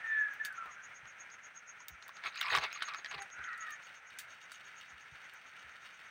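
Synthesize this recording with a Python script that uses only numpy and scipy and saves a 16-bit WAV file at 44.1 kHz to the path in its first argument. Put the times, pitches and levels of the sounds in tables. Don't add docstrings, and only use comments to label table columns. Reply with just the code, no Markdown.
import sys
import numpy as np
from scipy import signal
from scipy.fft import rfft, irfft, next_fast_len
from scipy.io import wavfile
from scipy.ndimage import uniform_filter1d

SR = 44100
rng = np.random.default_rng(int(sys.argv[2]) if len(sys.argv) > 2 else 0)


def store_pcm(level_fs):
    pcm = np.round(np.clip(level_fs, -1, 1) * 32767).astype(np.int16)
    wavfile.write(sys.argv[1], SR, np.atleast_2d(pcm).T)


N = 269375
TIME = np.arange(N) / SR


def from_db(db):
    return 10 ** (np.asarray(db) / 20)


def rms_one(x):
    return x / np.sqrt(np.mean(x ** 2) + 1e-20)


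def level(s, db):
    return uniform_filter1d(from_db(np.interp(TIME, s, db, left=-120, right=-120)), size=200)


def swell(s, spread):
    return np.exp(-.5 * np.minimum(((TIME - s) / spread) ** 2, 100))


def drift(rate_hz):
    pole = np.exp(-80 * np.pi * rate_hz / SR)
    noise = rng.standard_normal(N // 40 + 2002)
    slow = signal.lfilter([1], [1, -2 * pole, pole * pole], noise)[2000:]
    return np.interp(np.arange(N) / 40, np.arange(len(slow)), rms_one(slow))


def colour(x, spectrum):
    size = 2 * next_fast_len(N // 2 + SR // 10)
    hz = np.arange(size // 2 + 1) * SR / size
    points_hz, points_db = np.transpose(spectrum)
    db = np.interp(np.log(np.maximum(hz, 1)), np.log(points_hz), points_db)
    gain = rms_one(from_db(db) * np.clip(hz / points_hz[0], .03, 1) ** 2)
    cepstrum = irfft(np.log(gain))
    cepstrum[1:size // 2] *= 2
    cepstrum[size // 2 + 1:] = 0
    return irfft(rfft(x, size) * np.exp(rfft(cepstrum)))[:N]


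def grains(per_s, spread_db, bunch_db=0):
    sizes = from_db(spread_db * np.minimum(rng.exponential(1, N), 3)) * rng.choice([-1, 1], N)
    bunches = from_db(bunch_db * np.minimum(drift(45), 1.5))
    return rms_one(bunches * sizes * (rng.random(N) < per_s / SR))


def ring(clicks, hz, t60):
    r, w = from_db(-60 / (t60 * SR)), 2 * np.pi * hz / SR
    return signal.lfilter([0, np.sin(w)], [1, -2 * r * np.cos(w), r * r], clicks + 1e-18)


def add(out, s, sound):
    i = max(round(s * SR), 0)
    out[i:i + len(sound)] += sound[:N - i]


def echoes(x, t60, wet_db):
    t = TIME[:SR // 2]
    tail = rng.standard_normal(len(t)) * from_db(-60 * t / t60) * (t > .004)
    wet = from_db(wet_db)
    return (x + wet * signal.fftconvolve(x, tail / np.linalg.norm(tail))[:N]) / np.hypot(1, wet)


def yard(flicker_db=1.34):
    loudness = [(0, -52), (.6, -53.5), (1.75, -56.5), (2.5, -53.5), (3.3, -53), (3.85, -55), (6.1, -54.5)]
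    spectrum = [(45, -28), (75, -18.5), (160, -14.5), (330, -20), (750, -10.5), (1170, -10), (1330, 1.5),
                (2300, -2.5), (3300, -16.5), (5000, -29.5), (6100, -24), (7600, -37), (8600, -28.5),
                (10000, -42.5), (13600, -48.5), (15300, -36.5)]
    envelope = level(*np.transpose(loudness)) * from_db(flicker_db * drift(20))
    return envelope * colour(rng.standard_normal(N), spectrum)


def cricket(wing_hz=6540, scratch_hz=6100, scratch_db=-54, scratch_follows=0.23, uneven_db=2.5):
    runs = [(.085, .63, .122), (.726, 1.87, .121), (1.924, 3.52, .1175), (3.617, 6.1, .1166)]
    loudness = [(.3, -66), (.75, -59), (1.65, -53.5), (1.98, -62), (2.5, -53), (3.45, -53.5), (3.9, -60),
                (4.75, -62.5), (5.0, -73)]
    chirps_s = np.concatenate([np.arange(start, end, period) for start, end, period in runs])
    nearest_s = chirps_s[np.searchsorted((chirps_s[1:] + chirps_s[:-1]) / 2, TIME)]
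    effort = from_db(np.interp(TIME, *np.transpose(loudness)) + uneven_db * drift(3.6))
    phase = 2 * np.pi * np.cumsum(wing_hz * (1 + .016 * drift(200))) / SR
    tone = rms_one(np.sin(phase) * from_db(2.5 * drift(150)))
    teeth = rms_one(ring(ring(rng.standard_normal(N), scratch_hz, .0027), scratch_hz, .0027))
    scratch = from_db(scratch_db) * effort ** scratch_follows * swell(nearest_s, 0.021) * teeth
    return echoes(effort * swell(nearest_s, 0.011) * tone + scratch, t60=0.066, wet_db=-10)


def cry(jitter=0.0056, swell_db=13.5, flutter_db=3.1, rasp_db=-34, rasp_follows=0.38, rasp_hz=230):
    # start_s, rise_s, fall_s, first_hz, last_hz, level_db
    notes = [(.04, 0.11, .175, 1808, 1653, -29.5), (.389, 0.0164, .13, 1776, 1610, -37.5),
             (.488, 0.0197, .055, 1570, 1460, -43), (.572, 0.025, 0.076, 1365, 1330, -40),
             (.655, 0.018, 0.054, 1255, 1200, -51.5), (.765, .025, 0.054, 1572, 1550, -51)]
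    gain, pitch = np.zeros(N), np.full(N, float(notes[0][3]))
    for s, rise, fall, first_hz, last_hz, db in notes:
        from_peak = np.maximum((s + rise - TIME) / rise, (TIME - s - rise) / fall)
        note = from_db(db - swell_db * np.minimum(from_peak, 2) ** 2) * (from_peak < 2)
        glide = np.interp(TIME, [s, s + rise + fall], [first_hz, last_hz])
        pitch = np.where(note > gain, glide, pitch)
        gain = np.maximum(gain, note)
    phase = 2 * np.pi * np.cumsum(pitch * (1 + jitter * drift(60))) / SR
    rasp = drift(rasp_hz) * np.sin(phase) + drift(rasp_hz) * np.cos(phase)
    growl = from_db(-25) * drift(rasp_hz) * np.sin(phase * 4 / 3)
    overtone = from_db(-33) * drift(rasp_hz) * np.sin(2 * phase)
    tone = np.sin(phase) * from_db(flutter_db * drift(70))
    voice = gain * rms_one(tone + growl + overtone) + from_db(rasp_db) * gain ** rasp_follows * rasp
    fade_in = np.minimum(TIME / .01, 1)
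    return signal.sosfilt(signal.butter(3, 900, "high", fs=SR, output="sos"), voice * fade_in)


def syrinx(contour, throat, jitter):
    s, hz, db, rough = np.transpose(contour)
    rough = np.interp(TIME, s, rough)
    pitch = np.interp(TIME, s, hz) * (1 + jitter * rough * drift(83.3))
    phase = 2 * np.pi * np.cumsum(pitch) / SR
    voice = sum(np.sin(k * phase) + rough * drift(160) * np.cos(k * phase) for k in range(1, 8))
    return level(s, db) * rms_one(colour(voice / np.hypot(1, rough), throat))


def chickens():
    # time_s, pitch_hz, level_db, roughness
    cluck_contour = [(3.15, 403, -59, 0.095), (3.19, 401.6, -55, .1), (3.215, 397, -47.5, .1),
                     (3.24, 400, -53, 0.046), (3.265, 380, -83, .1)]
    squawk_contour = [(3.31, 672, -62, 0.53), (3.38, 727, -46.5, 1.5), (3.45, 696, -44.5, 2.9),
                      (3.53, 631, -41.5, 1), (3.56, 660, -49, 1.3), (3.62, 653, -44, 1.06),
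                      (3.69, 627.4, -44, 1.1), (3.75, 569, -46.5, 1), (3.79, 590, -79, 0.92)]
    # frequency_hz, gain_db
    cluck_throat = [(400, -3.5), (800, 14), (1200, -39), (2000, 9), (5000, -40)]
    squawk_throat = [(600, -47), (1000, -13), (1250, 9), (1500, 17), (1900, 13), (2300, 0.5), (4000, -45),
                     (8000, -48.5)]
    squawk = syrinx(squawk_contour, squawk_throat, jitter=.024)
    cluck = syrinx(cluck_contour, cluck_throat, jitter=0.032)
    return echoes(from_db(-2.0) * cry() + from_db(-1.14) * squawk + cluck, t60=0.47, wet_db=-16.5)


def board(band_hz=(60, 520), scuff_t60=0.1, coupling_db=-12.5):
    bumps = [(0.656, -72, 400), (1.028, -62.5, 70), (1.901, -59.5, 80), (2.572, -56, 200),
             (3.146, -55, 450), (3.387, -56.5, 900), (4.922, -68, 75), (5.111, -65, 99), (5.638, -70, 121)]
    modes = [(76, -6, 0.15), (147, 4.5, 0.048), (189, -1.5, 0.012), (390, 4, 0.015)]
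    pushes, t = np.zeros(N), TIME[:SR // 8]
    for s, db, contact_hz in bumps:
        burst = rng.standard_normal(len(t)) * from_db(-60 * t / scuff_t60)
        scuff = signal.sosfilt(signal.butter(2, contact_hz, fs=SR, output="sos"), burst)
        add(pushes, s, from_db(db + coupling_db) * scuff / np.linalg.norm(scuff))
    knocks = sum(from_db(db) * ring(pushes, hz, t60) for hz, db, t60 in modes)
    return signal.sosfilt(signal.butter(3, band_hz, "band", fs=SR, output="sos"), knocks)


def bowl(x):
    modes = [(2830, -5, 0.013), (3790, 0.5, 0.028), (4560, 8.5, 0.0064), (8750, -1, 0.0044)]
    tap = signal.unit_impulse(SR // 4)
    response = sum(from_db(db) * ring(tap, hz, t60) for hz, db, t60 in modes)
    return signal.fftconvolve(x, response / np.linalg.norm(response))[:N]


def bag(snap_t60=0.00094, shiver_db=-11, handling_from_s=4.1, handling_db=-62.5):
    crinkles = [(.337, -51, 0.054, 7), (.4497, -24.5, 0.074, -3), (.526, -45, .044, -9),
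                (0.658, -49, .015, -8), (1.8837, -31, 0.026, 6), (2.08, -40.5, .04, 6),
                (2.357, -41, .04, -11), (2.411, -28.5, 0.031, 1), (2.562, -28.5, 0.071, -4),
                (2.7265, -51, .03, 15), (2.826, -28.5, 0.031, -25), (3.222, -34, .035, -16),
                (3.577, -43.5, .049, -8), (3.706, -40.5, .044, -2), (4.1876, -27, .11, -3),
                (4.518, -37.5, 0.11, -12), (5.337, -46, .025, 4)]
    shakes = [(3.68, -55.5, 0.045), (3.89, -56, 0.05), (4.54, -61, 0.027), (4.68, -61.5, .018),
              (4.81, -60, 0.013), (5.86, -62, 0.011)]
    # frequency_hz, gain_db
    snap_spectrum = [(900, -15), (1500, 7.5), (4000, -2.5), (8500, 2), (11000, -6), (13000, -15),
                     (16000, -62)]
    sizzle_spectrum = [(12500, -33), (14000, 1), (15400, 13), (16000, -12), (17000, 1)]
    rustle_spectrum = [(1500, -38), (2800, 13.5), (3800, -5), (4700, 3), (6000, -5), (9000, -19),
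                       (12000, -19.5), (15500, -13)]
    snaps, sizzle, t = np.zeros(N), np.zeros(N), TIME[:SR // 8]
    for s, db, t60, bright_db in crinkles:
        decay = from_db(-60 * t / snap_t60) + from_db(shiver_db - 60 * t / t60)
        crease = from_db(db) * rng.standard_normal(len(t)) * decay
        add(snaps, s, crease)
        add(sizzle, s, crease * from_db(bright_db))
    shaking = sum(from_db(db) * swell(s, spread) for s, db, spread in shakes)
    handling = from_db(handling_db) * (TIME > handling_from_s)
    rustle = (shaking + handling) * grains(per_s=700, spread_db=4, bunch_db=4)
    film = from_db(-6) * colour(snaps, snap_spectrum) + from_db(-8) * colour(sizzle, sizzle_spectrum)
    film += from_db(-3) * colour(rustle, rustle_spectrum)
    return film + bowl(from_db(-13) * snaps + from_db(-8) * rustle)


def gurgles(width_hz=130, fade_db=-9):
    gaps = [(2.443, 0.0804, 1189, 951, -41), (2.878, 0.0855, 1278, 1153, -44.5)]
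    out = np.zeros(N)
    for s, length, first_hz, last_hz, db in gaps:
        span = [s, s + length]
        phase = 2 * np.pi * np.cumsum(np.interp(TIME, span, [first_hz, last_hz])) / SR
        noise_band = drift(width_hz) * np.sin(phase) + drift(width_hz) * np.cos(phase)
        out += level(span, [db, db + fade_db]) * noise_band
    return out


def smacks(low_hz=1300, high_hz=7000, main_cycles=30, weak_cycles=11, weak_db=-5, lag_s=0.0016):
    snaps = [(1.055, -37.5, 1250), (1.124, -46, 1790), (1.302, -44, 4970), (1.804, -41, 994),
             (2.025, -34.5, 4120), (2.092, -34.5, 1090), (2.169, -37, 1400), (2.238, -26.5, 1810),
             (2.413, -18.5, 3600), (2.429, -26, 1890), (2.55, -12, 1180), (2.574, -17.5, 1110),
             (2.585, -18.5, 2100), (2.638, -20, 2660), (2.728, -28.5, 2500), (2.822, -20.5, 1450),
             (2.825, -24, 3440), (2.886, -28, 1210), (2.937, -28, 3900), (2.946, -28.5, 1280),
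             (3.046, -25, 1880), (3.06, -29, 4200), (3.113, -27.5, 2740), (3.22, -29.5, 1580),
             (3.301, -39, 1490), (3.441, -34.5, 3140), (3.531, -34.5, 1970), (4.518, -35, 1420)]
    out, t = np.zeros(N), TIME[:SR // 20]
    for s, db, main_hz in snaps:
        pockets = [(main_hz, 0, 0, main_cycles)]
        for height, delay in rng.random((2, 8)).T:
            pockets.append((low_hz * (high_hz / low_hz) ** height, weak_db, lag_s * delay, weak_cycles))
        for hz, pocket_db, lag, cycles in pockets:
            ringing = np.sin(2 * np.pi * hz * t) * from_db(-60 * t * hz / cycles)
            add(out, s + lag, from_db(db + pocket_db) / 2 * ringing)
    return signal.sosfilt(signal.butter(2, [850, 8000], "band", fs=SR, output="sos"), out)


def pops(gain, per_s, spread_db, cycles, count=40):
    clicks = gain * grains(per_s, spread_db)
    pocket = rng.integers(0, count, N)
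    pitches = np.geomspace(900, 9000, count) * (1 + .02 * rng.standard_normal(count))
    rings = sum(ring(clicks * (pocket == k), hz, cycles / hz) * hz / SR for k, hz in enumerate(pitches))
    return rings * 13 / np.sqrt(cycles)


def fish(slide_db=-1, splat_db=-3, crackle_db=-12, body_db=-6, stick_slip_db=2.0):
    flow = [(2.0, -77), (2.32, -60.5), (2.38, -44), (2.55, -37.5), (2.69, -55.5), (2.76, -47.5),
            (2.95, -55), (3.28, -92), (3.55, -56)]
    clumps = [(.66, -64.5, .006, 14.5), (2.17, -50, 0.0048, -5), (2.264, -37, .017, -7),
              (2.532, -30, 0.012, -3), (2.554, -34, 0.0039, -2), (2.575, -51.5, 0.02, 15.5),
              (2.64, -35, 0.016, -3), (2.833, -35.5, 0.0019, -30), (2.887, -42.5, 0.0092, -26),
              (2.945, -39, 0.0033, -25), (2.991, -48, 0.0057, -4), (3.061, -46.5, 0.0085, -20),
              (3.121, -41.5, 0.0096, -10), (3.147, -40.5, 0.0063, -2.5), (3.186, -44, 0.0067, -1),
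              (3.391, -58.5, 0.0053, 8.5)]
    # frequency_hz, gain_db
    wet_spectrum = [(300, -18), (700, -33), (1150, 2), (2500, 5), (3050, -5), (3900, 0), (5000, -10.5),
                    (6200, -33.5), (9000, -24.5), (12500, -35), (15500, -20.5)]
    body_spectrum = [(110, -7), (230, -20.5), (400, -0.5), (560, -4.5), (720, 4), (1050, 6.5), (1500, -7),
                     (2500, -56)]
    splat, body = np.zeros(N), np.zeros(N)
    for s, db, spread, low_db in clumps:
        landing = from_db(db) * swell(s, spread)
        splat += landing
        body += landing * from_db(low_db)
    slide = level(*np.transpose(flow)) * from_db(stick_slip_db * drift(35))
    wet = pops(from_db(slide_db) * slide, per_s=750, spread_db=4, cycles=30)
    wet += pops(from_db(splat_db) * splat, per_s=2600, spread_db=2.5, cycles=24)
    crackle = from_db(crackle_db) * (slide + splat) * grains(per_s=670, spread_db=-2)
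    thuds = from_db(body_db) * colour(body * grains(per_s=7500, spread_db=-0.5), body_spectrum)
    return colour(wet + crackle, wet_spectrum) + thuds


def scene():
    near = echoes(fish() + gurgles() + smacks() + bag() + board(), t60=0.056, wet_db=-9.5)
    return (near + chickens() + cricket() + yard())[None]


def record(dry, ceiling=0.1, cutoff_hz=15900):
    rounded = dry / (1 + (dry / ceiling) ** 6) ** (1 / 6)
    return signal.sosfilt(signal.ellip(10, .3, 70, cutoff_hz, fs=SR, output="sos"), rounded)


dry = scene()
out = record(dry)
store_pcm(out)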